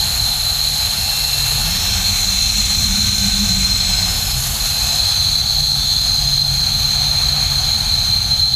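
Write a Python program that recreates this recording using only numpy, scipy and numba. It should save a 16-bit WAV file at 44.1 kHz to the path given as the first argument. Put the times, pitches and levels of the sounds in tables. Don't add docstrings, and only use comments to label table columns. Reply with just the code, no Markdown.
import sys
import numpy as np
from scipy import signal
from scipy.fft import rfft, irfft, next_fast_len
from scipy.io import wavfile
from scipy.ndimage import uniform_filter1d
from numba import njit

SR = 44100
rng = np.random.default_rng(int(sys.argv[2]) if len(sys.argv) > 2 else 0)


def waveform_to_disk(signal):
    frames = np.transpose(np.atleast_2d(signal))
    scaled = np.clip(frames, -1, 1) * 32767
    samples = np.round(scaled).astype(np.int16)
    wavfile.write(sys.argv[1], SR, samples)


N = 377055
T = np.arange(N) / SR

# time in seconds, turn (-1 one side, 0 middle, 1 the other side).
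RIDER_TURN = [(0, -.085), (1, -.05), (1.55, .02), (2.05, .71), (2.6, 1), (3.75, .96), (4.25, .14),
              (4.6, -.05), (4.9, -.33), (5.3, -1.2), (6, -.88), (8.55, -2.24)]
# turn, level in dB before each sound's own trim.
RING_BY_TURN = [(-0.5, -19), (-1, -20.3), (-0.58, -18.6), (-0.24, -22.3), (0.16, -22.3), (-0.05, -33.5),
                (0.31, -25.5), (0.85, -19.7), (1.5, -21.2)]


def undb(db):
    return 10 ** (np.asarray(db) / 20)


def curves(table):
    seconds, *columns = np.transpose(table)
    return [np.interp(T, seconds, column) for column in columns]


def facing(table):
    turn, = curves(RIDER_TURN)
    return np.interp(turn, *np.transpose(table))


def walk(rate):
    seconds = np.linspace(0, N / SR, num=4096)
    f = np.arange(len(seconds) // 2 + 1) / seconds[-1]
    spectrum = rfft(rng.standard_normal(len(seconds))) * np.exp(-(f / rate) ** 2)
    curve = irfft(spectrum)
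    return np.interp(T, seconds, curve / np.std(curve))


def shaped(x, response):
    size = next_fast_len(N)
    f = np.maximum(np.arange(size // 2 + 1) * SR / size, 1)
    return irfft(rfft(x, size) * response(f), size)[:N]


def noise(response, drive=0):
    x = shaped(rng.standard_normal(N) + drive, response)
    return x / np.std(x)


def resonance(f, hz, width):
    return 1 / np.sqrt(1 + ((f ** 2 - hz ** 2) / (f * width)) ** 2)


def mode_group(f, hz, width):
    return 1 / np.sqrt(1 + ((f ** 2 - hz ** 2) / (f * width)) ** 4)


def phase_of(hz):
    return 2 * np.pi * np.cumsum(hz) / SR


def strand_rate(start_hz=226, loss_hz=.975, loss_power=1.62):
    return start_hz - loss_hz * T ** loss_power


def strand_phase(wobble=.0016, drift=.0012):
    unevenness = wobble * walk(47.7) + drift * walk(2.008)
    return phase_of(strand_rate() * (1 + unevenness))


def overtone(phase, multiple, shimmer=0.35):
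    angle = multiple * phase + rng.uniform(0, 2 * np.pi)
    steady = (1 + shimmer * walk(26)) * np.sin(angle)
    return np.sqrt(2) * (steady + shimmer * walk(24) * np.cos(angle))


def rolling(phase, ripple_db=-29.0206, ripple_swell_db=3, flutter_db=0.63, own_db=0.87, trim_db=-1.12):
    # centre in Hz, width in Hz,
    # then level in dB at turn -1, at turn 0 and at turn 1, before rolling strength and trim.
    broad_modes = [(500.0, 270.0, -48.6, -45.2, -47.8), (770.0, 200.0, -38.2, -37.5, -40.4),
                   (1300.0, 620.0, -39.1, -38.0, -37.8), (1740.0, 310.0, -45.5, -42.2, -45.4),
                   (2380.0, 620.0, -40.0, -37.3, -33.1), (2780.0, 400.0, -48.5, -39.3, -45.2),
                   (3230.0, 390.0, -36.9, -36.3, -34.6), (3610.0, 290.0, -36.1, -35.6, -33.0),
                   (3860.0, 150.0, -47.1, -37.3, -38.9), (4260.0, 250.0, -25.4, -28.1, -30.4),
                   (4470.0, 260.0, -33.9, -32.2, -34.0), (5110.0, 370.0, -39.4, -37.1, -42.0),
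                   (5610.0, 900.0, -43.2, -37.2, -30.5), (6210.0, 330.0, -32.9, -36.6, -29.3),
                   (6630.0, 380.0, -32.2, -31.4, -29.2), (7050.0, 320.0, -54.8, -34.0, -30.6),
                   (7480.0, 380.0, -47.7, -39.6, -55.2), (7860.0, 410.0, -41.5, -38.1, -35.3),
                   (8710.0, 440.0, -41.8, -38.4, -38.1), (9470.0, 600.0, -43.5, -39.6, -37.0),
                   (9780.0, 290.0, -47.7, -37.2, -43.9), (10420.0, 990.0, -40.9, -41.4, -37.6),
                   (11130.0, 620.0, -44.6, -33.0, -48.2), (11820.0, 920.0, -50.3, -35.5, -41.6),
                   (12830.0, 830.0, -38.7, -36.7, -36.9), (13720.0, 620.0, -49.9, -42.1, -39.9),
                   (14590.0, 760.0, -44.0, -40.9, -42.0)]
    # time in seconds,
    # boost of the low resonances in dB, boost of the high resonances in dB.
    rolling_strength = [(0, 1.5, 1.3), (.7, 0, 0.5), (1.3, 2.1, 1.8), (1.97, 4, 1.76), (2.3, 0.5, 1),
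                        (3.4, 1.3, 1), (4.05, 3.5, 0.8), (4.4, -0.2, 1.5), (5, 2.9, 2.8), (5.8, -1, 2),
                        (6.7, 1.1, 1), (7.3, 4, 1.5), (8.55, -0.9, -.2)]

    turn, = curves(RIDER_TURN)
    body_db, hiss_db = curves(rolling_strength)
    ripple = np.zeros(N)
    for k in range(11, 38):
        strength = undb(ripple_db + ripple_swell_db * walk(2.0))
        ripple += strength * np.sin(k * phase + rng.uniform(0, 2 * np.pi))
    contact_db = flutter_db * walk(40)
    out = np.zeros(N)
    for hz, width, *facing_db in broad_modes:
        treble = np.interp(hz, [2000, 5500], [0, 1])
        strength_db = (1 - treble) * body_db + treble * hiss_db
        db = np.interp(turn, [-1, 0, 1], facing_db) + strength_db
        tone = noise(lambda f: mode_group(f, hz, width), ripple)
        out += undb(db + contact_db + own_db * walk(7.4)) * tone
    return out * undb(trim_db)


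def pulley_ring(hz=4112, width=88, skirt_width=360, throb_db=0.65, swell_db=1.2, trim_db=0.8):
    ring = noise(lambda f: resonance(f, hz, width) * resonance(f, hz, skirt_width))
    power = uniform_filter1d(ring ** 2, size=2800)
    db = facing(RING_BY_TURN) + trim_db + throb_db * walk(28) + swell_db * walk(7.8)
    return ring / np.sqrt(power) * undb(db)


def whine(phase, swell_db=2, waver_db=0.8, trim_db=-1):
    # centre in Hz, width in Hz, level in dB added to the level of RING_BY_TURN before the trim.
    sharp_modes = [(3520, 330, -20), (4105, 100, -3), (4290, 130, -9)]

    f = np.linspace(2000, 6000, num=800)
    power = sum((undb(db) * mode_group(f, hz, width)) ** 2 for hz, width, db in sharp_modes)
    gain = np.sqrt(power)
    strand_hz, out = strand_rate(), np.zeros(N)
    for k in range(13, 24):
        resonance_gain = np.interp(k * strand_hz, f, gain)
        unsteady = undb(swell_db * walk(2.5) + waver_db * walk(7.8))
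        out += resonance_gain * unsteady * overtone(phase, k)
    return out * undb(facing(RING_BY_TURN) + trim_db)


def squeals(phase, fade_s=.04, fade_share=.25, waver_db=.8, trim_db=-.5):
    # start in seconds, end in seconds (both half-way
    # through a fade), multiple of the strand rate, level in dB before the trim.
    squeal_rows = [(0, 1.1, 16, -35), (.1, 1.7, 13, -44), (.58, .92, 18, -22), (.95, 1.35, 24, -38.5),
                   (.95, 2.1, 12, -37.5), (1.65, 2.02, 24, -31.5), (1.65, 2.05, 27, -37),
                   (1.92, 2.08, 7, -39), (2.04, 2.09, 19, -20), (2.25, 2.65, 12, -34), (2.8, 4.3, 7, -44),
                   (2.3, 3.2, 32, -34), (3.07, 3.6, 24, -36), (3.5, 4.1, 36, -36), (3.6, 4.4, 24, -32),
                   (4.4, 5.3, 29, -36.5), (4.55, 5.3, 12, -39), (4.85, 5.15, 24, -35), (5.1, 5.8, 21, -27),
                   (5.8, 6.01, 21, -20.5), (5.8, 6.01, 17, -30.5), (6, 6.5, 24, -37), (6.4, 8.4, 12, -48),
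                   (8.11, 8.17, 21, -13.5), (8.32, 8.65, 21, -12.5)]

    out = np.zeros(N)
    for start, end, multiple, db in squeal_rows:
        fade = fade_s + fade_share * (end - start)
        inside = np.minimum(T - start, end - T)
        held = np.clip(inside / fade + .5, 0, 1)
        out += undb(db + waver_db * walk(8.4)) * held * overtone(phase, multiple, shimmer=.33)
    return out * undb(trim_db)


def treble_beam(hz=11450, width=1000, aim=0.13, spread=0.18, level_db=-35):
    turn, = curves(RIDER_TURN)
    beam = np.exp(-((turn - aim) / spread) ** 2 / 2)
    return undb(level_db) * beam * noise(lambda f: mode_group(f, hz, width))


def vortex_hum(base_db=-35.5, wander=0.016, turbulence=0.52):
    # turn, middle pitch in Hz. The rows are not all sorted by turn; keep their order.
    pitch_by_turn = [(-2, 130), (-1.62, 139), (0, 138), (.1, 128), (0.23, 180), (1.03, 190), (.97, 200)]
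    # middle in seconds, half length in seconds,
    # level in dB, added as power to the base level.
    hum_swells = [(1.53, .13, -27), (2.98, 0.12, -24.5), (3.48, 0.21, -21.7), (3.95, .1, -29),
                  (4.393, 0.075, -25.8), (5.65, .2, -30), (6.447, 0.27, -25.5), (7.3, 0.4, -27),
                  (8.3, 0.33, -29.5)]

    power = undb(base_db) ** 2
    for middle, half, db in hum_swells:
        power = power + undb(db) ** 2 * np.exp(-((T - middle) / half) ** 2)
    phase = phase_of(facing(pitch_by_turn) * (1 + wander * walk(13.4)))
    hum = (1 + turbulence * walk(24.6)) * np.sin(phase) + turbulence * walk(27.0) * np.cos(phase)
    return hum * np.sqrt(power)


def buffeting(gust_db=.8, trim_db=.6):
    # time in seconds, level in dB before gusts and trim.
    wind_level = [(0.05, -26), (1.29, -30), (1.51, -26), (3.68, -22), (4.49, -26.5), (7.77, -25.5),
                  (7.9, -25)]
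    # frequency in Hz, relative level in dB.
    wind_spectrum = [(10, -36), (20, -25), (33, -3.5), (54, -1), (76, -7), (96, -4), (125, -13), (165, -19),
                     (210, -16.5), (250, -26.5), (320, -33.5), (600, -54), (2000, -70)]

    wind_db, = curves(wind_level)
    hz, db = np.transpose(wind_spectrum)
    rumble = noise(lambda f: undb(np.interp(np.log(f), np.log(hz), db)))
    power = uniform_filter1d(rumble ** 2, size=11000)
    return rumble / np.sqrt(power) * undb(wind_db + trim_db + gust_db * walk(4.7))


def scene():
    phase = strand_phase()
    beams = treble_beam() + treble_beam(hz=6740, width=1000, aim=-0.42, spread=0.19, level_db=-30)
    trolley = rolling(phase) + beams + pulley_ring() + whine(phase) + squeals(phase)
    return (trolley + buffeting() + vortex_hum())[None]


@njit
def follow(size, attack, release):
    out, e = np.empty(len(size)), 0.
    for i in range(len(size)):
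        e += (size[i] - e) * (attack if size[i] > e else release)
        out[i] = e
    return out


def record(dry, limit_db=-9.5, attack_s=0.0039, release_s=.25, drive=.6, top_hz=15200):
    envelope = follow(np.abs(dry[0]), 1 / (attack_s * SR), 1 / (release_s * SR))
    held = dry / np.maximum(envelope / undb(limit_db), 1)
    rounded = np.tanh(drive * held) / drive
    top_cut = signal.ellip(12, .2, 80, top_hz, fs=SR, output="sos")
    return signal.sosfilt(top_cut, rounded)


dry = scene()
out = record(dry)
waveform_to_disk(out)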